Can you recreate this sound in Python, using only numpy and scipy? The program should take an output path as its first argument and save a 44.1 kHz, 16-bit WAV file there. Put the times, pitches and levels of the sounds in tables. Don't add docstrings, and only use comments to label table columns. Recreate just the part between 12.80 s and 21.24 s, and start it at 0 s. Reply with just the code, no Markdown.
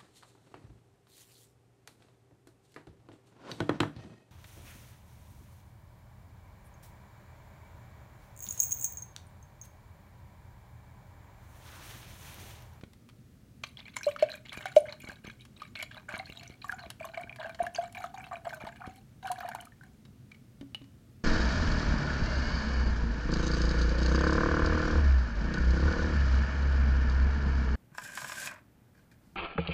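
import sys
import numpy as np
from scipy import signal
from scipy.fft import rfft, irfft
from scipy.io import wavfile
from scipy.ndimage import uniform_filter1d

SR = 44100
rng = np.random.default_rng(int(sys.argv[2]) if len(sys.argv) > 2 else 0)


def store_wav(level_fs):
    pcm = np.round(np.clip(np.atleast_2d(level_fs), -1, 1) * 32767)
    wavfile.write(sys.argv[1], SR, pcm.T.astype(np.int16))


N = 372081
POUR_START_S, POUR_END_S = .77, 7.15


def from_db(db):
    return 10 ** (np.asarray(db) / 20)


def unit_rms(x):
    return x / np.sqrt(np.mean(x ** 2) + 1e-20)


def in_time(points):
    return np.interp(np.arange(N) / SR, *np.transpose(points))


def at_hz(points, hz):
    f, db = np.transpose(points)
    return np.interp(np.log(np.maximum(hz, 1)), np.log(f), db)


def band(x, low_hz, high_hz, order=2):
    sos = signal.butter(order, [low_hz, min(high_hz, .45 * SR)], "band", fs=SR, output="sos")
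    return signal.sosfilt(sos, x + 1e-18)


def fade(t, t60):
    return np.exp(-np.log(1000) * t / t60)


def add(out, s, sound):
    i = int(np.clip(round(s * SR), 0, N - 1))
    out[i:i + len(sound)] += sound[:N - i]


def convolved(x, response):
    return signal.fftconvolve(x, response / np.sqrt(np.sum(response ** 2)))[:N]


def struck(hits, modes):
    clicks, out = np.zeros((2, N))
    for s, db in hits:
        add(clicks, s, from_db([db]))
    for hz, db, t60 in modes:
        r, w = fade(1 / SR, t60), 2 * np.pi * hz / SR
        out += from_db(db) * signal.lfilter([0, np.sin(w)], [1, -2 * r * np.cos(w), r * r], clicks + 1e-18)
    return out


def ticks(rows, snap_db, body_db, snap_t60, body_t60):
    snap, body = np.zeros((2, N))
    t = np.arange(SR // 20) / SR
    for (s, high_db, low_db), noise in zip(rows, rng.standard_normal((len(rows), 2, len(t)))):
        add(snap, s, from_db(high_db + snap_db) * noise[0] * fade(t, snap_t60))
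        add(body, s, from_db(low_db + body_db) * noise[1] * fade(t, body_t60))
    return band(snap, 6400, 13130) + band(body, 760, 3700)


def room_tone(hum_hz=120):
    # f/Hz, relative density level/dB
    spectrum = [(12, -53), (20, -28), (44, -8), (130, 1.5), (168, -8.5), (222, -3), (301, -13), (357, -16),
                (873, -30), (1060, -31.5), (1220, -29), (1330, -30), (2820, -34.5), (4540, -36.5),
                (16000, -42.5)]
    hz = np.arange(N // 2 + 1) * SR / N
    air = irfft(rfft(rng.standard_normal(N)) * from_db(at_hz(spectrum, hz)), N)
    hum = np.sqrt(2) * np.sin(2 * np.pi * hum_hz * np.arange(N) / SR)
    return from_db(-55.88) * unit_rms(air) + from_db(-71) * hum


def carton_creaks():
    # t/s, relative snap level/dB, relative body level/dB
    creaks = [(0.011, -67, -56.5), (0.0368, -67, -53), (0.1335, -50, -59.5), (0.289, -51, -56),
              (0.297, -58, -58), (7.8111, -69.5, -54), (8.018, -78, -63), (8.042, -73, -60.5)]
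    return ticks(creaks, snap_db=-3.5, body_db=14, snap_t60=.01, body_t60=.025)


def carton_bumps():
    # t/s, relative level/dB
    bumps = [(0.035, -36.5), (1.775, -36), (2.242, -39.5), (2.289, -38), (2.447, -38.5), (2.478, -39.5),
             (3.34, -37), (3.498, -38.5), (3.7, -41), (4.066, -41.5), (4.443, -42.5), (4.825, -36),
             (5.839, -37), (6.076, -35)]
    thuds = struck(bumps, modes=[(115, -3, .014), (188.3, 13, .0089), (297, 10.5, .0046)])
    return from_db(-5) * band(thuds, 56, 1300)


def bubbles(rows, swell_cycles, glide, choke, splat):
    out, noise = np.zeros(N), rng.standard_normal(N)
    for s, hz, db, life_s in rows:
        t = np.arange(int(1.5 * life_s * SR) + 10) / SR
        age = t / life_s
        pitch = hz * (1 + glide * (np.minimum(age, 1) - .2))
        phase = 2 * np.pi * np.cumsum(pitch) / SR
        swell = 1 - np.exp(-t * hz / swell_cycles)
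        shape = swell * fade(t, 3 * life_s) * np.exp(-(choke * age) ** 2)
        jolts = noise[int(s * SR):][:int(t[-1] * hz) + 2]
        shake = np.interp(t * hz, np.arange(len(jolts)), jolts) * np.exp(-2 * np.pi * age)
        add(out, s, from_db(db) * (shape / shape.max() * np.sin(phase) + splat * shake * np.cos(phase)))
    return out


def patter(per_s, spread_db, dull_hz):
    when, size, sign = rng.random((SR // 4, 3))[:int(per_s * N / SR)].T
    db = spread_db * np.minimum(-np.log(1 - size), 3)
    clicks = np.zeros(N)
    clicks[(when * N).astype(int)] = from_db(db) * np.sign(sign - .5)
    return signal.lfilter([1], [1, -np.exp(-2 * np.pi * dull_hz / SR)], clicks + 1e-18)


def level_out(x):
    power = uniform_filter1d(uniform_filter1d(x ** 2, size=SR // 25), size=SR // 50)
    return x / np.sqrt(np.maximum(power, 0) + np.mean(x ** 2) / 100)


def swarm(low_hz, high_hz, cycles, spread_db, drops_db, count=1750):
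    # f/Hz, relative density level/dB
    colour = [(470, -34.5), (800, -7), (1030, -10.5), (1680, 5), (1930, -20.5), (2350, -5.5), (2980, -25),
              (4060, -12.5), (4370, -27), (4710, -27.5), (5400, -38.5), (6110, -14), (7100, -12),
              (9210, -21.5), (15500, -26.5)]
    when, size, strength, life = rng.random((count, 4)).T
    onset_s = POUR_START_S + when * (POUR_END_S - POUR_START_S)
    hz = low_hz * (high_hz / low_hz) ** size
    db = at_hz(colour, hz) + 20 * np.log10(hz / low_hz) + spread_db * strength ** 2
    life_s = cycles / hz * 2 ** (2 * life - 1)
    rings = bubbles(np.c_[onset_s, hz, db, life_s], swell_cycles=.8, glide=.06, choke=1.5, splat=.35)
    crackle = band(patter(per_s=600, spread_db=9.5, dull_hz=2000), low_hz, high_hz, order=3)
    return level_out(unit_rms(rings) + from_db(drops_db) * unit_rms(crackle))


def gush_envelopes():
    # t/s, length/s, relative level/dB of coarse bubbles, of fine bubbles, of spray
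    gushes = [(0.833, 0.011, -79, -47, -57), (0.969, 0.028, -62.5, -54, -92.5),
              (1.053, 0.026, -60, -51.5, -77), (1.135, .012, -70, -59, -72),
              (1.158, 0.012, -54, -54, -51.5), (1.234, 0.063, -57.5, -47.5, -59.5),
              (1.387, 0.038, -51, -45, -68), (1.487, 0.055, -50, -47, -66), (1.651, 0.032, -63, -50, -75),
              (1.718, 0.2, -53.5, -51, -64.5), (1.951, .03, -66, -56, -52.5),
              (2.053, 0.079, -53.5, -53.5, -72), (2.198, .03, -80, -57, -64), (2.232, 0.11, -55, -55, -68),
              (2.438, 0.059, -56, -53.5, -70.5), (2.591, 0.031, -86, -63, -76),
              (2.762, 0.099, -65, -58, -74), (2.95, 0.059, -54.5, -43.5, -66),
              (3.109, 0.075, -55, -54.5, -77), (3.284, 0.1, -44.5, -48.5, -64.5),
              (3.448, 0.18, -66, -56.5, -69.5), (3.584, 0.15, -67.5, -59, -77),
              (3.815, 0.01, -70, -50.5, -81), (3.841, 0.084, -58, -60, -61), (3.979, 0.076, -54, -55, -77),
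              (4.196, 0.077, -52.5, -53.5, -69), (4.335, 0.081, -52, -56, -75),
              (4.469, 0.05, -61.5, -83, -96), (4.585, 0.11, -48.5, -54, -76),
              (4.787, 0.059, -52.5, -54, -70), (4.937, 0.12, -53.5, -54, -65.5),
              (5.147, 0.11, -55.5, -56.5, -65), (5.338, 0.12, -57.5, -55.5, -67),
              (5.51, 0.042, -51, -62, -70), (5.645, 0.11, -52, -56.5, -68),
              (5.799, 0.084, -53, -54.5, -72.5), (5.917, 0.068, -63, -62, -76),
              (6.003, 0.062, -54, -62, -85), (6.069, 0.11, -77, -66, -75), (6.425, 0.095, -53, -57, -67),
              (6.548, 0.046, -57, -56.5, -68), (6.603, .18, -49, -59, -74), (6.787, 0.064, -65, -64, -83),
              (7.029, 0.014, -62.5, -68, -78)]
    attack_s, sag_db_per_s, release_db_per_s = .00618, 17, 348.5
    blobs_per_s, swing_db, trickle_db = 36, 13, -87.5
    power, t = np.zeros((3, N)), np.arange(SR // 2) / SR
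    for (s, length, *levels_db), uneven in zip(gushes, rng.random((len(gushes), 24))):
        landings = np.r_[0, np.cumsum(.5 + uneven)] / blobs_per_s
        age = t - landings[np.searchsorted(landings, t, side="right") - 1]
        pulse_db = swing_db * (.5 - np.minimum(age * blobs_per_s, 1))
        fall_db = sag_db_per_s * t + release_db_per_s * np.maximum(t - length, 0)
        shape = np.minimum(t / attack_s, 1) * from_db(pulse_db - fall_db)
        for layer, db in zip(power, levels_db):
            add(layer, s, (from_db(db) * shape) ** 2)
    power[:, int(POUR_START_S * SR):int(POUR_END_S * SR)] += from_db(trickle_db) ** 2
    return np.sqrt(power)


def glass_air(x, width_hz=60):
    # t/s, f/Hz
    cavity = [(1.2, 638), (2.2, 589), (3.3, 618), (3.97, 750), (4.09, 630), (4.22, 636), (4.4, 670),
              (4.64, 649), (4.85, 680), (5.02, 673), (5.33, 762), (5.55, 688), (5.8, 617), (6.0, 723),
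              (6.18, 774), (6.45, 749), (6.7, 696), (7.0, 738)]
    carrier = np.exp(2j * np.pi * np.cumsum(in_time(cavity)) / SR)
    pole = np.exp(-np.pi * width_hz / SR)
    return 2 * np.real(carrier * signal.lfilter([1 - pole], [1, -pole], x / carrier))


def churn(cross_mode_hz=2550):
    coarse = from_db(-1.03) * swarm(760, 1900, cycles=15, spread_db=13, drops_db=-5)
    fine = from_db(-3) * swarm(1900, 4700, cycles=36, spread_db=14, drops_db=-9)
    spray = from_db(.7) * swarm(4700, 15000, cycles=56, spread_db=17, drops_db=-5)
    coarse, fine, spray = gush_envelopes() * [coarse, fine, spray]
    coupling_db = in_time([(2.5, 4), (4.1, 19.8), (6.6, 21), (7.0, 11)])
    hollow = from_db(coupling_db) * glass_air(coarse)
    across = from_db(-4) * band(fine, .9 * cross_mode_hz, 1.1 * cross_mode_hz, order=1)
    return coarse + fine + spray + hollow + across


def bowl(x, scatter_db, t60):
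    t = np.arange(SR // 25) / SR
    scatter = rng.standard_normal(len(t)) * fade(t, t60) * np.minimum(t / .006, 1)
    return x + from_db(scatter_db) * convolved(x, band(scatter, 1400, 10000))


def spatter():
    # t/s, relative snap level/dB, relative body level/dB
    impacts = [(0.836, -45, -26), (1.1667, -32, -26), (1.2316, -43, -40), (1.362, -50, -37),
               (1.4246, -42, -24.5), (1.5545, -37, -61), (1.729, -39, -29.5), (1.7734, -40, -34),
               (1.856, -35, -26), (1.963, -33, -19.5), (2.124, -63, -34.5), (2.287, -41, -35),
               (2.6514, -47, -41), (2.818, -51, -36), (3.0255, -34, -23), (3.3795, -42, -60),
               (3.6316, -45.5, -35.5), (3.8422, -55, -40), (3.918, -38, -34), (4.1024, -31, -27.5),
               (4.25, -36, -52), (4.412, -43, -63), (4.56, -45, -36), (4.7461, -59, -33),
               (4.8296, -41, -51), (4.865, -38, -34), (4.9567, -48, -28), (5.125, -39, -46),
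               (5.2402, -43, -40), (5.692, -46, -33), (5.7453, -35.5, -56), (5.8701, -46, -46),
               (6.067, -48, -39), (6.1589, -46, -59), (6.4711, -38, -31), (6.5167, -23.5, -31.5),
               (6.604, -49, -36), (6.6886, -35, -36), (6.749, -33, -36), (6.81, -34.5, -51),
               (6.8528, -37.5, -58), (7.037, -49, -63), (7.251, -76, -45), (7.5152, -67, -43.5),
               (7.544, -68, -48.5)]
    return ticks(impacts, snap_db=-5.5, body_db=-2.5, snap_t60=.017, body_t60=.041)


def plips():
    # t/s, f/Hz, relative level/dB
    singles = [(0.837, 1165, -39), (0.8385, 2420, -34), (0.9714, 3330, -40.5), (1.0029, 3610, -40.5),
               (1.1667, 1010, -33.5), (1.166, 2170, -31), (1.1668, 7400, -31), (1.21, 1600, -40.5),
               (1.2327, 5676, -36.5), (1.2318, 2500, -34.5), (1.2822, 1124, -38), (1.3132, 2500, -39.5),
               (1.3622, 1330, -32), (1.4876, 2500, -37.5), (1.5176, 4060, -35), (1.6943, 3500, -37),
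               (1.7232, 2180, -41), (1.856, 1480, -32.5), (1.8685, 2210, -37.5), (2.0852, 2200, -40),
               (2.1246, 4130, -39), (2.296, 1610, -39), (2.4981, 1585, -44.5), (2.6086, 3760, -48),
               (2.819, 1223, -36), (2.9535, 2220, -42.5), (2.9725, 2680, -40.5), (2.9993, 2270, -34.5),
               (3.0264, 2240, -36), (3.028, 11360, -41.5), (3.177, 1600, -45.5), (3.2896, 1470, -44),
               (3.349, 2230, -38.5), (3.3789, 8630, -45), (3.3969, 2120, -35), (3.457, 4280, -46),
               (3.5004, 2730, -41), (3.573, 3800, -39.5), (3.677, 5920, -45), (3.8441, 1140, -36.5),
               (3.8946, 1640, -28), (3.9242, 1426, -31), (4.1029, 9520, -41), (4.2446, 1080, -37.5),
               (4.2543, 12400, -49), (4.3447, 2340, -39.5), (4.3742, 2250, -37), (4.435, 2340, -40),
               (4.4952, 2450, -36), (4.5266, 2380, -40.5), (4.6442, 1600, -37), (4.8292, 9130, -43.5),
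               (4.8668, 1700, -32.5), (4.9476, 2710, -38.5), (4.9494, 6340, -38), (4.961, 4720, -35),
               (5.149, 2420, -38.5), (5.1701, 2330, -37), (5.241, 1287, -32.5), (5.4416, 2620, -40),
               (5.5187, 1160, -37.5), (5.5566, 2460, -37.5), (5.7366, 1510, -37.5), (6.0187, 1405, -40),
               (6.4781, 1470, -36), (6.5134, 963, -34), (6.5162, 9500, -36), (6.605, 14700, -48),
               (6.804, 3040, -45.5), (6.8707, 1280, -49), (6.921, 1780, -53.5), (7.011, 1500, -49),
               (7.253, 3780, -56), (7.518, 2350, -46.5), (7.5468, 2210, -56)]
    # t/s, share of full life
    life_share = [(1.1, 0.46), (2.9, 0.65)]
    s, hz, db = np.transpose(singles)
    full_life_s = .036 * (1000 / hz) ** .55
    life_s = full_life_s * np.interp(s, *np.transpose(life_share))
    return from_db(3) * bubbles(np.c_[s, hz, db, life_s], swell_cycles=.45, glide=.065, choke=2.3, splat=.3)


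def glugs():
    # t/s, f/Hz, relative level/dB, life/s
    pockets = [(1.2664, 581.4, -21.5, 0.076), (1.4246, 607, -15, 0.023), (1.8559, 763, -30, 0.031),
               (1.9652, 615, -9.5, 0.029), (3.3977, 766, -35.5, 0.042), (4.2076, 664, -39, 0.026),
               (4.388, 715, -43.5, 0.09), (4.6477, 632, -38.5, 0.039), (4.8022, 703, -23.5, 0.037),
               (4.8667, 696, -36.5, 0.034), (4.9849, 689, -26, 0.039), (5.031, 724, -36.5, 0.058),
               (5.2415, 695, -34.5, 0.038), (5.6682, 693, -29.5, 0.028), (5.7259, 820, -36.5, 0.021),
               (5.8711, 843, -34.5, 0.022), (6.4455, 774, -37.5, 0.043), (6.5002, 727, -31.5, 0.069),
               (6.6474, 695, -33.5, 0.037), (6.6875, 904, -35, 0.029), (6.7492, 886, -27.5, 0.012)]
    return from_db(-1) * bubbles(pockets, swell_cycles=.7, glide=.03, choke=1.9, splat=.05)


def carton_slops():
    # t/s, relative level/dB
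    slops = [(7.812, -40.5), (7.829, -43), (8.016, -48)]
    # f/Hz, relative level/dB, t60/s
    modes = [(275, 3, 0.27), (331, -7, .05), (537, -9, 0.029), (1100, -27, 0.045)]
    return struck(slops, modes)


def last_drip():
    # f/Hz, relative level/dB, t60/s
    partials = [(850, -19, 0.07), (1306, -23.5, 0.028), (2580, -40, 0.019), (2940, 2.5, 0.05),
                (3460, -7, 0.013), (3885, -7, 0.015), (9500, -16.5, 0.011)]
    return bowl(struck([(7.9468, -31)], partials), scatter_db=-11, t60=.025)


def room(x, wet_db, t60, treble_t60):
    # delay/s, amplitude ratio
    echoes = [(.0017, 0.078), (.0033, 0.031), (.0049, 0.042), (.0074, -.1), (.0108, -.09)]
    near, t = x.copy(), np.arange(SR // 2) / SR
    for delay, gain in echoes:
        add(near, delay, gain * x)
    noise = rng.standard_normal((2, len(t)))
    tail = band(noise[0], 100, 3000) * fade(t, t60) + band(noise[1], 2800, 12170) * fade(t, treble_t60)
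    onset = np.clip((t - .006) / .0028, 0, 1)
    return near + from_db(wet_db) * convolved(x, tail * onset)


def scene():
    juice = bowl(glugs() + plips() + spatter() + churn(), scatter_db=-9, t60=.007)
    juice = juice + from_db(2.5) * glass_air(juice)
    carton = carton_creaks() + carton_bumps() + carton_slops()
    in_room = room(juice + carton + last_drip(), wet_db=-18, t60=.32, treble_t60=.23)
    return (in_room + room_tone())[None]


def record(dry, cutoff_hz=16100):
    return signal.sosfilt(signal.ellip(10, .1, 80, cutoff_hz, fs=SR, output="sos"), dry)


dry = scene()
out = record(dry)
store_wav(out)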